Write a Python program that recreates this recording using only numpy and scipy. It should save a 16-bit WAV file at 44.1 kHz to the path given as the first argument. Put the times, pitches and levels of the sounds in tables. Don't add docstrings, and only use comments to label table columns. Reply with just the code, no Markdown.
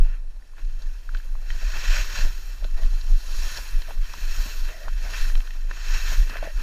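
import sys
import numpy as np
from scipy import signal
from scipy.fft import rfft, irfft, next_fast_len
from scipy.io import wavfile
from scipy.ndimage import uniform_filter1d

SR = 44100
rng = np.random.default_rng(int(sys.argv[2]) if len(sys.argv) > 2 else 0)


def persist_wave(psi):
    counts = np.round(np.clip(psi, -1, 1) * 32767).astype(np.int16)
    wavfile.write(sys.argv[1], SR, np.atleast_2d(counts).T)


N = 291942

# [t/s, crust/dB, looseness/dB, coarse powder/dB]
SNOW = [(0.06, 2.5, -9.5, 0), (1.3, 3.5, -1, -2), (2.0, 1, -2, -14), (2.5, -0.5, 1.5, -14),
        (2.72, 2.5, -4.5, 2), (3.4, -7.5, 0.5, -0.5), (3.8, 4, 1, -2), (4.0, 3.5, 1.5, -7),
        (4.5, -2.5, 4, -15), (4.9, 3.5, -2, -2), (5.15, 0, 0.5, 1), (5.65, 4, -3, -5), (6.05, 0, 1, -12),
        (6.62, 2.5, -1.5, 1)]
# [centre t/s, length/s, crunch level/dB, grind level/dB]
SCUFFS = [(0.1, 0.24, -51, -61), (0.6, 0.1, -56, -62), (1.15, 0.034, -48, -60), (1.76, .08, -39.5, -48),
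          (2.65, 0.062, -52, -54.5), (2.82, 0.26, -60, -54), (3.57, 0.067, -59, -65),
          (3.74, 0.086, -49, -52.5), (3.9, 0.12, -51, -49), (4.5, 0.16, -47, -54), (4.7, 0.12, -47, -50),
          (4.86, 0.099, -55, -56), (5.08, 0.16, -44.5, -51.5), (5.15, 0.048, -33, -50.5),
          (5.73, 0.17, -62, -55), (5.95, .08, -37.5, -61), (6.35, 0.22, -41.5, -48.5),
          (6.45, 0.13, -44, -50), (6.62, 0.17, -50, -49)]


def amp(db):
    return 10 ** (np.asarray(db) / 20)


def evened(x):
    return x / np.sqrt(np.mean(x ** 2) + 1e-20)


def read(points, hz):
    f, value = np.transpose(points)
    return np.interp(np.log(hz + 1), np.log(f + 1), value)


def column(table, index):
    rows = np.array(table)
    return np.interp(np.arange(N) / SR, rows[:, 0], rows[:, index])


def colour(x, spectrum):
    size = next_fast_len(len(x))
    gain = amp(read(spectrum, np.fft.rfftfreq(size, 1 / SR)))
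    return irfft(rfft(x, size) * gain, size)[:len(x)]


def wander(per_s):
    span = max(int(SR / per_s / 2), 1)
    once = uniform_filter1d(rng.standard_normal(N), span)
    return evened(uniform_filter1d(once, span))


def resonate(x, hz, width_hz):
    turn = np.exp(2j * np.pi * np.cumsum(hz * np.ones(len(x))) / SR)
    r = np.exp(-np.pi * width_hz / SR)
    return 2 * (turn * signal.lfilter([1 - r], [1, -r], x / turn)).real


def lagging(db, seconds):
    r = np.exp(-1 / (seconds * SR))
    return db[0] + signal.lfilter([1 - r], [1, -r], db - db[0])


def swells(events, index):
    t = np.arange(N) / SR
    power = np.zeros(N)
    for row in events:
        shape = np.cos(np.pi * np.clip((t - row[0]) / row[1], -.5, .5)) ** 2
        power += (amp(row[index]) * shape) ** 2
    return power


def patchy(x, patch_db, patch_bins, patch_frames):
    z = signal.stft(x, nperseg=256)[2]
    patches = uniform_filter1d(rng.standard_normal(z.shape), max(round(patch_bins), 1), axis=0)
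    patches = evened(uniform_filter1d(patches, max(round(patch_frames), 1), axis=1))
    return signal.istft(z * amp(patch_db * patches), nperseg=256)[1][:N]


def friction(spectrum, grains_per_s, spread_db, grain_share, flicker_db, flicker_per_s):
    struck = rng.random(N) < grains_per_s / SR
    size = amp(spread_db * np.minimum(rng.exponential(1, N), 5)) * struck
    grains = evened(size * rng.choice([-1., 1.], N))
    share = np.clip(grain_share, 0, 1)
    rub = np.sqrt(share) * grains + np.sqrt(1 - share) * rng.standard_normal(N)
    return colour(rub * amp(flicker_db * wander(flicker_per_s)), spectrum)


def heard(x, shell, lo_hz, hi_hz):
    x = signal.oaconvolve(x, shell)[:N]
    hz, power = signal.welch(x, SR, nperseg=1024)
    band = (hz > lo_hz) & (hz < hi_hz)
    return x / np.sqrt(power[band].sum() * hz[1])


def skis(shell, air):
    chatter = wander(45)
    spray_db = edges_db()
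    press_db = spray_db + 45
    snow = spray(shell, chatter, spray_db) + crunch(shell, chatter, press_db)
    snow += grind(shell, press_db) + powder(shell, chatter, press_db)
    return snow + mount_shake(press_db, air)


def edges_db():
    # [t/s, level/dB]
    glide = [(0.06, -62), (0.21, -70), (0.53, -67.5), (0.62, -62.5), (1.44, -61), (1.52, -54.5), (2.4, -52),
             (2.6, -55.5), (2.72, -58.5), (2.8, -54), (3.63, -47.5), (3.98, -57.5), (5.45, -55),
             (5.65, -58.5), (6.3, -60), (6.62, -51.5)]
    # [set t/s, peak t/s, held/s, spray level/dB, rise/(dB/s), fall/(dB/s)]
    bites = [(0.783, 0.802, 0.012, -60, 100., 131), (1.097, 1.124, 0.018, -60, 100., 100.),
             (1.446, 1.972, 0.014, -34, 43, 123), (2.044, 2.178, 0.033, -37.5, 79, 144),
             (3.1, 3.405, .17, -42, 78, 198), (3.99, 4.388, 0.025, -43, 29.5, 33),
             (4.94, 5.172, 0.038, -40.5, 71, 94), (5.67, 5.938, 0.027, -38, 75, 98),
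             (5.988, 6.091, .03, -38, 105, 84)]
    set_s = 0.049
    t = np.arange(N) / SR
    power = amp(column(glide, index=1)) ** 2
    for start_s, peak_s, held_s, db, rise, fall in bites:
        grip = np.clip((t - start_s) / set_s, 0, 1)
        build_db = rise * np.maximum(peak_s - t, 0)
        release_db = fall * np.maximum(t - peak_s - held_s, 0)
        power = power + (grip * amp(db - build_db - release_db)) ** 2
    return 10 * np.log10(power)


def spray(shell, chatter, spray_db):
    # [f/Hz, gain/dB]
    spectrum = [(300, -24), (1000, -4.5), (3000, -2.5), (5000, 0), (7500, 2), (10000, -15.5), (15000, -15)]
    rub = friction(spectrum, grains_per_s=1500., spread_db=2.7, grain_share=0.22,
                   flicker_db=0.067, flicker_per_s=77.0)
    rub = patchy(rub, patch_db=1.0, patch_bins=4., patch_frames=12.) * amp(0.98 * chatter)
    return heard(rub, shell, 3600, 7500) * amp(spray_db)


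def crunch(shell, chatter, press_db):
    # [f/Hz, gain/dB]
    spectrum = [(300, -60), (900, -7.5), (1500, 4.5), (2600, 5), (4000, -15.5), (8000, -73), (15000, -37)]
    rub = friction(spectrum, grains_per_s=700., spread_db=2.6, grain_share=0.19,
                   flicker_db=0.26, flicker_per_s=55.0)
    rub = patchy(rub, patch_db=1.7, patch_bins=3., patch_frames=5.) * amp(1.3 * chatter)
    pressed_db = -46. + 1.1 * press_db + column(SNOW, index=1)
    level = np.sqrt(amp(pressed_db) ** 2 + swells(SCUFFS, index=2))
    return heard(rub, shell, 1250, 3000) * level


def grind(shell, press_db):
    # [f/Hz, gain/dB]
    spectrum = [(60, 7), (150, -6.5), (400, 0.5), (800, -1.5), (1300, -4), (3000, -13)]
    rub = friction(spectrum, grains_per_s=300., spread_db=1.7, grain_share=0.15,
                   flicker_db=2.73, flicker_per_s=31.0)
    rub = patchy(rub, patch_db=3.4, patch_bins=1.5, patch_frames=8.)
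    pressed_db = -56. + 0.68 * press_db
    level = np.sqrt(amp(pressed_db) ** 2 + swells(SCUFFS, index=3))
    return heard(rub, shell, 200, 900) * level


def powder(shell, chatter, press_db):
    # [f/Hz, gain/dB]
    fine = [(4000, -25), (8000, -5), (11800, -9.5), (12800, -3), (15000, 1.5)]
    # [f/Hz, gain/dB]
    coarse = [(8000, -40), (9300, 2.5), (11300, 5.5), (12300, -35)]
    hang_s = 0.044
    rub = friction(fine, grains_per_s=4000., spread_db=5.7, grain_share=0.2,
                   flicker_db=0.52, flicker_per_s=40.) * amp(0.43 * chatter)
    level_db = -57. + 0.7 * lagging(press_db, hang_s) + column(SNOW, index=2)
    hiss = heard(rub, shell, 11500, 15000) * amp(level_db)
    return hiss + colour(hiss, coarse) * amp(column(SNOW, index=3))


def mount_shake(press_db, air):
    # [f/Hz, gain/dB]
    spectrum = [(25, -23), (50, 7.5), (80, -7), (150, -20.5), (300, -34), (800, -43)]
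    shake = evened(colour(rng.standard_normal(N) * amp(2.5 * wander(14)), spectrum))
    return shake * amp(-39.5 + 0.47 * press_db) * air ** 0.33


def add(out, s, db, sound, shell):
    rung = signal.fftconvolve(sound, shell)
    part = out[round(s * SR):][:len(rung)]
    part += amp(db) * rung[:len(part)] / abs(rung).max()


def knocks(shell):
    # [t/s, peak level/dB, centre f/Hz, length/cycles]
    blows = [(.424, -48, 1840, 4.3), (.535, -48, 1090, 4.7), (.582, -38, 1520, 1.5),
             (1.091, -30.5, 1430, 4), (1.149, -28, 1530, 6.5), (1.2, -39.5, 1580, 5.1),
             (1.353, -36, 1030, 1.7), (1.503, -30, 1920, 8.5), (2.625, -38, 576, 2.1),
             (2.643, -33, 1300, 3.3), (2.649, -29, 536, 1.4), (2.795, -44, 455, 6), (2.834, -35, 1950, 5.6),
             (3.821, -35, 1960, 5.4), (3.886, -39, 630, 5.2), (3.907, -35.5, 840, 5),
             (4.139, -27, 1090, 2.3), (4.459, -34, 260, 1.3), (4.689, -26, 1920, 0.99),
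             (4.875, -35, 620, 2.4), (4.882, -23, 1120, 2.1), (5.3, -31, 1560, 1.9),
             (5.354, -36, 1180, 3.3), (5.406, -28.5, 1850, 1.3), (5.476, -37, 1500, 3.3),
             (5.506, -35, 1900, 6), (5.712, -22.5, 1510, 1.5), (6.298, -26, 1700, 0.94),
             (6.342, -33, 1850, 6.2), (6.355, -26.5, 1600, 3.8), (6.357, -29.5, 660, 3.6),
             (6.369, -22, 1650, 1.5), (6.427, -22.5, 630, 3.3), (6.44, -26, 1840, 2.6),
             (6.474, -27, 564, 3.3)]
    out, t = np.zeros(N), np.arange(1500) / SR
    for (s, db, hz, cycles), grit in zip(blows, rng.standard_normal((len(blows), len(t)))):
        u = t * hz / max(cycles, .5) * 4
        push = u * np.exp(1 - u) * np.sin(2 * np.pi * hz * t)
        tail = evened(resonate(grit, hz, hz / 2)) * amp(-14.0 - t * 1600.0) * np.minimum(u, 1)
        add(out, s, db, push + tail, shell)
    return out


def ticks(shell):
    # [t/s, peak level/dB, centre f/Hz]
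    rattles = [(0.651, -41, 3230), (0.821, -35, 4300), (1.1474, -32, 2700), (1.1707, -36, 3280),
               (1.504, -26.5, 3100), (2.6443, -29, 3300), (2.834, -32, 3200), (3.0125, -31, 4200),
               (3.574, -21, 4250), (3.8195, -26, 3020), (4.136, -29, 5630), (4.691, -36, 3060),
               (5.3537, -24, 2700), (5.3767, -37, 5520), (5.4038, -30.5, 3120), (5.473, -34, 2630),
               (5.5068, -31.5, 2520), (6.2973, -26, 2610), (6.3679, -33, 2720)]
    t60_s = 0.03
    out, t = np.zeros(N), np.arange(1500) / SR
    snap = 1 + 3.1 * np.exp(-t / 0.00046)
    decay = np.exp(-np.log(1000) * t / t60_s)
    for (s, db, hz), grit in zip(rattles, rng.standard_normal((len(rattles), len(t)))):
        core = resonate(resonate(grit, hz, 1500.0), hz, 1500.0)
        burst = core + 0.36 * resonate(grit, hz, 4700.0)
        add(out, s, db, burst * snap * decay, shell)
    return out


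def creaks():
    # [start t/s, length/s, initial note level/dB, first f/Hz, last f/Hz]
    flexes = [(1.919, .11, -44, 600, 620), (2.128, 0.16, -52, 594, 560), (2.773, 0.074, -52.5, 634, 634),
              (4.703, 0.096, -50, 664, 625), (4.799, 0.082, -48.5, 610, 614), (5.044, .06, -50, 700, 694),
              (6.436, .085, -46, 644, 610)]
    fade_db = -4
    out = np.zeros(N)
    for s, length_s, db, first_hz, last_hz in flexes:
        u = np.arange(0, 1, 1 / (length_s * SR))
        hz = first_hz + (last_hz - first_hz) * u
        slips = rng.standard_normal((2, SR // 4))[:, :len(u)]
        note = evened(resonate(resonate(slips[0], hz, 120.0), hz, 120.0))
        third = evened(resonate(resonate(slips[1], 3 * hz, 190.0), 3 * hz, 190.0))
        level = amp(db + fade_db * u) * signal.windows.tukey(len(u), .3)
        at = round(s * SR)
        out[at:at + len(u)] += level * (note + amp(-1.5) * third)
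    return out


def housing():
    # [f/Hz, gain/dB]
    leakage = [(100, -2), (400, -9.5), (1300, -11), (3000, -7.5), (6500, -11.5), (8000, -18), (15000, -24)]
    # [f/Hz, width/Hz, gain/dB]
    modes = [(620, 190, -7.5), (990, 340, -7.5), (1512, 505, -4.5), (1798, 340, -3.5), (2414, 100, -7.5),
             (2657, 186, -1.5), (3127, 240, -3), (3540, 310, -9.5), (4063, 390, -2), (4380, 106, -1.5),
             (4713, 96, -3), (5523, 480, -4), (6614, 460, -7.5), (8616, 326, -3.5), (10100, 390, -19),
             (11950, 940, -15), (12970, 1120, -14)]
    # [f/Hz, width/Hz, gain/dB]
    dips = [(2090, 210, -4), (2904, 190, -3.5), (3660, 90, -3.5), (8600, 415, -16.5)]
    hz = abs(np.fft.fftfreq(8192, 1 / SR))
    power = amp(read(leakage, hz)) ** 2
    for f, width, db in modes:
        power = power + amp(db) ** 2 / (1 + (2 * (hz - f) / width) ** 2) ** 2
    for f, width, db in dips:
        power = power * amp(db / (1 + (2 * (hz - f) / width) ** 2)) ** 2
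    log_response = np.conj(signal.hilbert(np.log(power) / 2))
    return np.fft.ifft(np.exp(log_response)).real[:2048]


def airstream():
    # [t/s, level/dB]
    stream_points = [(0.06, -28.5), (0.5, -39), (0.85, -23.5), (1.08, -29), (1.43, -36), (1.66, -19.5),
                     (2.32, -19.5), (2.63, -33.5), (2.72, -26), (3.12, -18), (3.24, -33), (3.87, -30),
                     (4.05, -25.5), (4.75, -28), (5.0, -24), (5.13, -27), (5.8, -31), (6.1, -24),
                     (6.44, -33.5), (6.62, -39)]
    # [peak t/s, length/s, level/dB]
    buffets = [(0.03, 0.18, -12), (0.67, 0.18, -20), (1.17, 0.13, -20.5), (1.32, 0.25, -21.5),
               (1.55, 0.16, -16), (2.85, 0.088, -9.5), (3.4, 0.33, -19.5), (3.6, .08, -22),
               (3.77, 0.16, -18), (4.4, 0.069, -16), (5.34, 0.21, -16.5), (5.62, 0.34, -29),
               (6.2, 0.083, -9), (6.57, 0.15, -21.5)]
    stream = amp(column(stream_points, index=1) + 4 * wander(7.2))
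    return np.sqrt(stream ** 2 + swells(buffets, index=2))


def wind(air):
    # [f/Hz, gain/dB]
    spectrum = [(15, -1), (25, 12), (40, -10), (60, -18.5), (100, -41.5), (200, -50.5), (400, -53.5),
                (1000, -77)]
    flap_hz = 24. * (1 + 0.209 * wander(12.5))
    turns = np.cumsum(flap_hz) / SR
    flap = np.sqrt(2) * np.sin(2 * np.pi * turns) * amp(0.34 * wander(8.4))
    lumps = evened(colour(rng.standard_normal(N), spectrum))
    return air * (amp(-0.5) * flap + amp(-2.5) * lumps)


def scene():
    shell, air = housing(), airstream()
    return (skis(shell, air) + knocks(shell) + ticks(shell) + creaks() + wind(air))[None]


def record(dry):
    # [f/Hz, gain/dB]
    spectrum = [(100, 17), (1000, 8), (5000, -13), (9000, -3), (15000, -28)]
    whine_hz, whine_db, edge_hz = 10055, -82, 15250
    hiss = amp(-64.5) * evened(colour(rng.standard_normal(N), spectrum))
    whine = amp(whine_db) * evened(resonate(rng.standard_normal(N), whine_hz, 25.))
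    lowpass = signal.firwin(767, edge_hz, window=("kaiser", 10), fs=SR)
    return signal.oaconvolve(dry + hiss + whine, lowpass[None], "same")


dry = scene()
out = record(dry)
persist_wave(out)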